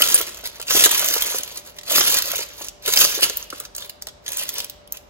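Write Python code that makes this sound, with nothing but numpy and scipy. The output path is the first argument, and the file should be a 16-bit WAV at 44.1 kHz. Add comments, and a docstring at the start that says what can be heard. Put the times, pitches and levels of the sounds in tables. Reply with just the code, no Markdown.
"""Jewellery bag in the hand

Hands work a small plastic bag with a jewellery card in it, close to a phone in a tall living room.
The film slides and buckles in sprays of tiny clicks, single creases snap as sharp noise bursts,
the card creaks and knocks as resonant noise, and the jewellery clinks as short wavering tones.
The room rings on behind each burst, over moving air and the hum of an appliance."""
import sys
import numpy as np
from scipy import signal
from scipy.fft import rfft, irfft
from scipy.io import wavfile
from scipy.ndimage import uniform_filter1d

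SR = 44100
rng = np.random.default_rng(int(sys.argv[2]) if len(sys.argv) > 2 else 0)


def digitize_waveform(pressure):
    """Quantize a signal to 16-bit integers and store it at the path in sys.argv[1].

    Rows of a 2-D input are taken as channels; values are limited to [-1, 1].
    """
    field = np.atleast_2d(pressure).T
    bounded = np.clip(field, -1, 1)
    quanta = np.round(bounded * 32767).astype(np.int16)
    wavfile.write(sys.argv[1], SR, quanta)


N = 224588
TOP_HZ = 15900  # the treble is cut above this
TIME = np.arange(N) / SR
SIZE = 2 ** 19  # transform length, samples
FREQ = np.arange(SIZE // 2 + 1) * SR / SIZE


def undb(db):
    """Amplitude factor of a level in dB."""
    return 10 ** (np.asarray(db) / 20)


def unit(x):
    """Scale to rms 1."""
    return x / np.sqrt(np.mean(x ** 2))


def add(track, s, sound):
    """Mix a sound into a track at time s."""
    i = max(int(s * SR), 0)
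    track[i:i + len(sound)] += sound[:max(N - i, 0)]


def apply(x, response):
    """Filter by a frequency response."""
    return irfft(rfft(x, SIZE) * response)[..., :N]


def colour(points):
    """Causal (minimum-phase) response through (Hz, dB) points that keeps the power of white noise."""
    hz, db = np.transpose(points)
    curve_db = np.interp(np.log(FREQ + 1), np.log(hz + 1), db)
    cepstrum = irfft(np.log(undb(curve_db)))
    magnitude = unit(np.abs(np.exp(rfft(cepstrum))))
    phase = rfft(2 * cepstrum[:SIZE // 2], SIZE).imag
    return magnitude * np.exp(1j * phase)


def walk(rate, size=2048):
    """Slow chance of rms 1: random levels, rate a second, joined by straight lines."""
    return unit(np.interp(TIME * rate, np.arange(size), rng.standard_normal(size)))


def decaying(kicks, decay_s):
    """Each kick dies away exponentially and adds to what is left of the earlier ones."""
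    return signal.lfilter([1], [1, -np.exp(-1 / (decay_s * SR))], kicks)


def spaced(pair, corner_hz, side_db=1.5):
    """Stereo width by band: near mono in the bass, wide in the middle, near mono in the treble."""
    side = signal.sosfilt(signal.butter(1, corner_hz, "high", fs=SR, output="sos"), pair[1])
    side = signal.sosfilt(signal.butter(4, 6500, fs=SR, output="sos"), side) * undb(side_db)
    return np.array([pair[0] + side, pair[0] - side]) * 0.73


def background(air_db=-50.5):
    """Moving air is coloured noise; the appliance hums in tones of slightly wavering level and phase."""
    # colour of the air in the room: f/Hz, relative level/dB
    air_colour = [(32, -22), (43, 4), (120, -4.5), (380, -10), (620, -6), (900, -11.5), (1700, -19.5),
                  (6000, -29), (9000, -44), (16000, -59)]
    # tones of the appliance: f/Hz, level/dB
    hum_tones = [(48, -64), (393, -65.5), (590, -58.5)]
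    air = apply(spaced(rng.standard_normal((2, N)), corner_hz=254), colour(air_colour))
    hum = 0
    for hz, db in hum_tones:
        waver_db = 2.5 * walk(14)
        drift = .9 * walk(16)  # radians
        tone = np.sqrt(2) * np.sin(2 * np.pi * hz * TIME + drift)
        hum = hum + undb(db + waver_db) * tone
    return undb(air_db) * unit(air) + hum


def room(x, early_db=-5.5, early_s=0.0072, tail_db=-10.5, treble_db=-4, t60_low=1.0, t60_high=0.23, count=16):
    """Table and body reflect almost at once; the tall room follows with a tail whose treble dies first."""
    t, reflections = TIME[:SR], 0
    band_of = np.arange(SR // 2 + 1) * count // TOP_HZ
    white = rfft(rng.standard_normal((2, SR)))
    for k in range(count):
        height = (k + .5) / count  # 0 in the bass, 1 at the top
        t60 = t60_low * (t60_high / t60_low) ** height
        early = unit(np.exp(-t / early_s) * (t > .001)) * undb(early_db)
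        tail = unit(np.exp(-np.log(1000) * t / t60)) * undb(tail_db + treble_db * height)
        band = irfft(white * (band_of == k))
        reflections = reflections + band * np.hypot(early, tail) / np.sqrt(SR)
    return apply(x, rfft(spaced(reflections, corner_hz=125.5), SIZE))


def moving_room(x, count=4):
    """The bag turns and shifts in the hand, so its pattern of reflections keeps changing."""
    turns_per_s = 14
    shares = np.array([walk(turns_per_s) for _ in range(count)])
    shares = shares / np.linalg.norm(shares, axis=0)  # the total power stays even
    return sum(room(x * share) for share in shares)


def clinks(waver=0.075):
    """Small metal parts ring briefly, damped and unsteadied by the film that touches them."""
    # clinks of the jewellery: t/s, f/Hz, relative level/dB, t60/s
    clink_list = [(0.021, 3010, 1.5, 0.026), (0.1445, 8550, 1.5, 0.054), (3.4268, 6620, -16, 0.0058),
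                  (4.923, 6630, -22, 0.0087)]
    out, t = np.zeros(N), TIME[:6000]
    for s, hz, db, t60 in clink_list:
        slip, touch = rng.standard_normal((2, len(t)))
        phase = 2 * np.pi * hz * t + waver * np.cumsum(slip)
        strength = undb(db + 4.2 * unit(uniform_filter1d(touch, size=80)))
        add(out, s, strength * np.sin(phase) * np.exp(-np.log(1000) * t / t60))
    return out


def bumps(bump_s=0.0047, hollow_hz=1350, body_q=1.48, hollow_q=1.68):
    """A finger meets the card, which answers with a low knock and a hollow note."""
    # fingers on the card: t/s, knock level/dB, knock f/Hz, hollow note level/dB (relative to the push)
    bump_list = [(0.003, -21, 594, -30), (0.204, -22.5, 490, -27), (0.434, -31.5, 460, -40),
                 (0.597, -30, 500, -31.5), (0.748, -15, 470, -31), (0.766, -18.5, 392, -25),
                 (0.86, -15.5, 477, -12), (1.023, -24.5, 550, -19.5), (1.161, -21, 550, -23.5),
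                 (1.343, -21.5, 486, -30), (1.979, -18, 463, -14), (2.007, -19, 540, -15.5),
                 (2.334, -22, 574, -23.5), (2.388, -23.5, 494, -32), (2.609, -28.5, 513, -35.5),
                 (2.879, -20, 454, -22), (3.013, -20.5, 490, -15), (3.047, -20, 494, -21.5),
                 (3.172, -24.5, 398, -46), (3.187, -23, 495, -27), (3.223, -21, 510, -20.5),
                 (3.298, -26, 483, -35), (3.526, -26, 443, -24), (3.603, -38, 530, -34.5),
                 (4.072, -35.5, 590, -46)]
    out, t = np.zeros(N), TIME[:4096]
    push = np.exp(-t / bump_s) * (1 - np.exp(-t / 0.00087))
    for s, body_db, body_hz, hollow_db in bump_list:
        for hz, q, db in [(body_hz, body_q, body_db), (hollow_hz, hollow_q, hollow_db)]:
            mode = signal.iirpeak(hz, q, fs=SR)
            ring = signal.lfilter(*mode, push * rng.standard_normal(len(t)))
            ring = signal.lfilter(*mode, ring)
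            add(out, s, undb(db) * unit(ring) * np.sqrt(np.mean(push ** 2)))
    return out


def handling():
    """Crinkle level in dB: each stroke takes hold, eases and lets go; overlapping strokes add in power."""
    # strokes of the hand on the bag: start t/s, length/s, crinkle level/dB
    stroke_list = [(-0.01, 0.22, -20.5), (0.264, 0.016, -32), (0.31, 0.095, -42.5), (0.448, 0.013, -28.5),
                   (0.527, 0.044, -44), (0.696, 0.13, -17.5), (0.761, 0.029, -15.5), (0.839, 0.012, -11.5),
                   (0.902, 0.28, -20.5), (1.199, 0.19, -26), (1.43, 0.1, -40), (1.551, 0.028, -34.5),
                   (1.653, 0.036, -42), (1.758, 0.01, -45.5), (1.867, 0.024, -34), (1.901, 0.097, -20),
                   (1.943, 0.054, -17), (2.029, 0.16, -18.5), (2.234, 0.19, -28), (2.476, 0.078, -46),
                   (2.58, 0.087, -37), (2.862, 0.309, -23), (2.967, 0.044, -17), (3.002, 0.038, -14.5),
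                   (3.221, 0.02, -15), (3.25, 0.18, -40.5), (3.52, 0.12, -43.5), (3.768, 0.086, -40.5),
                   (4.27, 0.37, -36.5), (4.377, 0.036, -28.5), (4.553, 0.032, -32), (4.945, 0.0051, -37.5)]
    attack_s, ease_db_per_s, release_s = 0.0095, 11, 0.02
    touch_db, touch_s = -6.5, 0.015  # the fingers stir the film as they close on it
    power = 1e-9
    for s, length_s, db in stroke_list:
        before = np.maximum(s - TIME, 0)
        held = np.clip(TIME - s, 0, length_s)
        after = np.maximum(TIME - s - length_s, 0)
        touch = undb(touch_db) * np.exp(-before / touch_s)
        grip = np.clip(held / attack_s, touch, 1)
        stroke = undb(db - ease_db_per_s * held) * grip * np.exp(-after / release_s)
        power = power + stroke ** 2
    return 10 * np.log10(power)


def crackle(rate, spread_db, ring_s, patchy_db, count=10):
    """Tiny buckles of uneven size; each rings its own patch of material, so band levels change with each."""
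    sizes = (rng.random(N) < rate / SR) * undb(spread_db * np.minimum(rng.exponential(size=N), 3))
    energy = decaying(sizes ** 2 + 1e-12, ring_s)
    latest = np.maximum.accumulate(np.arange(N) * (sizes > 0))  # sample of the last buckle
    edges = TOP_HZ * np.linspace(0, 1, count + 1) ** 1.5
    noise, out = rfft(rng.standard_normal(SIZE // 2)), 0
    for lo, hi in zip(edges, edges[1:]):
        band = irfft(noise * ((FREQ[::2] >= lo) & (FREQ[::2] < hi)))[:N]
        out = out + band * undb(patchy_db * rng.standard_normal(N)[latest])
    out = out * np.sqrt(energy)
    # the hand sets the mean power, however the buckles fall
    return out / np.sqrt(uniform_filter1d(out ** 2, size=1000) + 1e-12)


def card(level_db):
    """The card bends with the bag and creaks dully, up to the most it gives."""
    firm_db, slope = -20.5, 0.81  # a firm stroke; dB of creak for each dB of crinkle
    flex_db = np.minimum(-31.5 + slope * (level_db - firm_db), -19.5)
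    return crackle(400, spread_db=1.5, ring_s=0.0016, patchy_db=2.5) * undb(flex_db - 1.0)


def flurries(rate=170, spread_db=5.5, decay_s=0.0033, steady=1.0):
    """One buckle trips its neighbours: a strength that leaps at random and dies in a few milliseconds."""
    kicks = (rng.random(N) < rate / SR) * undb(spread_db * np.minimum(rng.exponential(size=N), 2))
    power = steady + decaying(kicks ** 2, decay_s)
    return np.sqrt(power / uniform_filter1d(power, size=1800))


def rub(level_db, rub_hz=4300, rub_db=-7.0, light_db=-32):
    """Fingertips graze the film with a narrow hiss that grows no further once they grip."""
    hiss = signal.lfilter(*signal.iirpeak(rub_hz, 3.5, fs=SR), rng.standard_normal(N))
    return unit(hiss) * flurries() * undb(np.minimum(level_db, light_db) + rub_db)


def crinkle(level_db):
    """Harder handling buckles more creases a second, in quick flurries, over the hiss of film on film."""
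    rate = 1400 * undb(.42 * (level_db + 19.5))  # buckles a second
    buckles = crackle(rate, spread_db=-0.5, ring_s=0.00046, patchy_db=2.5)
    slide = rng.standard_normal(N)
    return (undb(0.46) * buckles + undb(-4) * slide) * flurries() * undb(level_db)


def snaps(crack_db=0.0, crack_s=0.00066, spray_db=2.5, uneven_db=6, hinge_hz=8500,
          swell_db=-11.5, swell_s=0.0014):
    """Each snap swells for about a millisecond, cracks sharply and dies in an uneven spray."""
    # creases that snap through: t/s, relative level/dB, brightness/dB (10 dB leaves the burst untilted)
    snap_list = [(0.0202, -4.5, 14), (0.075, -18, 17), (0.114, -19, 17), (0.1433, -10, 13.5),
                 (0.371, -34.5, 1), (0.473, -23, 13), (0.5995, -28.5, -1), (0.615, -25.5, 5),
                 (0.626, -27.5, 1), (0.682, -29, -8), (0.839, -1.5, 6), (0.8512, -6, 14),
                 (1.0598, -14.5, 17), (1.086, -9.5, 15.5), (1.122, -22, 18), (1.139, -14, 6),
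                 (1.222, -10, 12), (1.385, -18, 10), (1.4338, -20, 13), (1.786, -31, 1), (1.812, -39.5, -1),
                 (1.833, -35, 3), (1.8983, -20.5, 3.5), (1.956, -14.5, 11), (1.982, -16, 16),
                 (2.007, -14.5, -17), (2.143, -5, 17), (2.188, -10.5, 15.5), (2.223, -15, 15),
                 (2.3164, -16.5, 8), (2.357, -18, 8.5), (2.6848, -26, 4), (2.861, -16, 10),
                 (2.937, -7.5, 8.5), (2.973, -6.5, 4.5), (3.011, -9.5, -16), (3.2089, -19.5, 14),
                 (3.2977, -18, 7), (3.3714, -7.5, 30), (3.397, -34, 5), (3.5022, -28, 5),
                 (3.601, -19.5, 19.5), (3.652, -31.5, -3), (3.75, -29.5, 4.5), (3.764, -18, 24),
                 (3.7816, -26.5, 8.5), (3.823, -32, 1), (3.896, -23.5, 13), (4.015, -42, -3.5),
                 (4.023, -24.5, 17), (4.07, -28, 6), (4.086, -32.5, -7), (4.263, -29.5, -9), (4.28, -25, 4),
                 (4.289, -21.5, 15), (4.32, -19.5, 20), (4.332, -25, 9), (4.372, -16, 24), (4.435, -21, 15),
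                 (4.491, -15, 16), (4.5412, -22, 22), (4.583, -17, 14.5), (4.603, -19.5, 4),
                 (4.6448, -22, 16), (4.698, -24.5, 14), (4.875, -41.5, 8), (4.9232, -15, 30),
                 (4.971, -30, 9)]
    # a tight crease is brighter and over sooner: decay at brightness 0, brightness that halves it
    plain_decay_s, halving_db = 0.0042, 13
    lead_s = 0.015  # time kept for the swell
    out, t = np.zeros(N), TIME[:4096] - lead_s
    hz = np.arange(len(t) // 2 + 1) * SR / len(t)
    for s, db, bright_db in snap_list:
        noise, uneven = rng.standard_normal((2, len(t)))
        decay_s = plain_decay_s * 2 ** (-bright_db / halving_db)
        swell = undb(swell_db) * np.exp(-abs(t) / swell_s)
        fade = np.where(t < 0, swell, np.exp(-abs(t) / decay_s))
        ragged = undb(uneven_db * unit(uniform_filter1d(uneven, size=30)))
        spray = unit(fade * ragged) * np.sqrt(np.mean(fade ** 2))
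        crack = (t >= 0) * np.exp(-abs(t) / crack_s)
        burst = noise * (undb(crack_db) * crack + undb(spray_db) * spray)
        tilt = unit(undb((bright_db - 10.0) * np.tanh(2 * np.log((hz + 1) / hinge_hz)) / 2))
        add(out, s - lead_s, undb(db) * irfft(rfft(burst) * tilt))
    return out


def folds(x, count=18):
    """The folds keep changing shape, so the film rings at other pitches from one crackle to the next."""
    shifts_per_s, depth_db = 35, 2.3
    place = np.minimum(np.sqrt(FREQ[::2] / TOP_HZ), 1) * (count - 1)
    gains = undb(depth_db * np.array([walk(shifts_per_s) for _ in range(count)]))
    gains = gains / np.sqrt(np.mean(gains ** 2, axis=0))
    spectrum, out = rfft(x, SIZE // 2), 0
    for k, gain in enumerate(gains):
        band = irfft(spectrum * np.maximum(1 - abs(place - k), 0))[:N]  # overlapping triangles
        out = out + gain * band
    return out


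def scene(left_db=-1.2, right_db=0, clink_room_db=-9):
    """Bag, card and jewellery reach the phone directly and by way of the room."""
    # colours of the plastic film and of the card: f/Hz, relative level/dB
    film_colour = [(700, -22), (1500, -12), (2050, -7.5), (2400, -10), (2950, -.6), (4200, -2.5),
                   (5400, -2.5), (6600, 0), (10500, -.5), (11600, -3.3), (15500, -8.8)]
    card_colour = [(60, -13.5), (180, -12.5), (330, -7.5), (520, -1.5), (660, -1.5), (790, -12.5),
                   (980, -2.5), (1100, -6.5), (1380, -4), (1800, -5.5), (2600, -0.5), (6000, -60)]
    # phase between left and right for the handling sounds: f/Hz, lead of the left/rad
    phase_lead = [(0, 0), (750, -1.1), (1300, .3), (1800, -1.5), (3600, -3.0), (4700, -4.5), (5400, -3.5),
                  (6500, -4.9), (8400, -3.25), (9600, -3.05), (13200, -.1), (16000, .1)]
    level_db = handling()
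    film = apply(crinkle(level_db) + rub(level_db) + snaps(), colour(film_colour))
    creaks = apply(card(level_db), colour(card_colour))
    bag = folds(film + creaks) + bumps()
    metal = clinks()
    heard = bag + metal + moving_room(bag + undb(clink_room_db) * metal)
    lead = np.exp(.5j * np.interp(FREQ, *np.transpose(phase_lead)))
    stereo = apply(heard, np.array([lead, lead.conj()])) * undb([[left_db], [right_db]])
    return stereo + background()


def record(dry):
    """The phone flattens the tallest peaks and cuts the top."""
    return signal.sosfilt(signal.ellip(10, .2, 70, TOP_HZ, fs=SR, output="sos"), np.clip(dry, -1, 1))


dry = scene()
out = record(dry)
digitize_waveform(out)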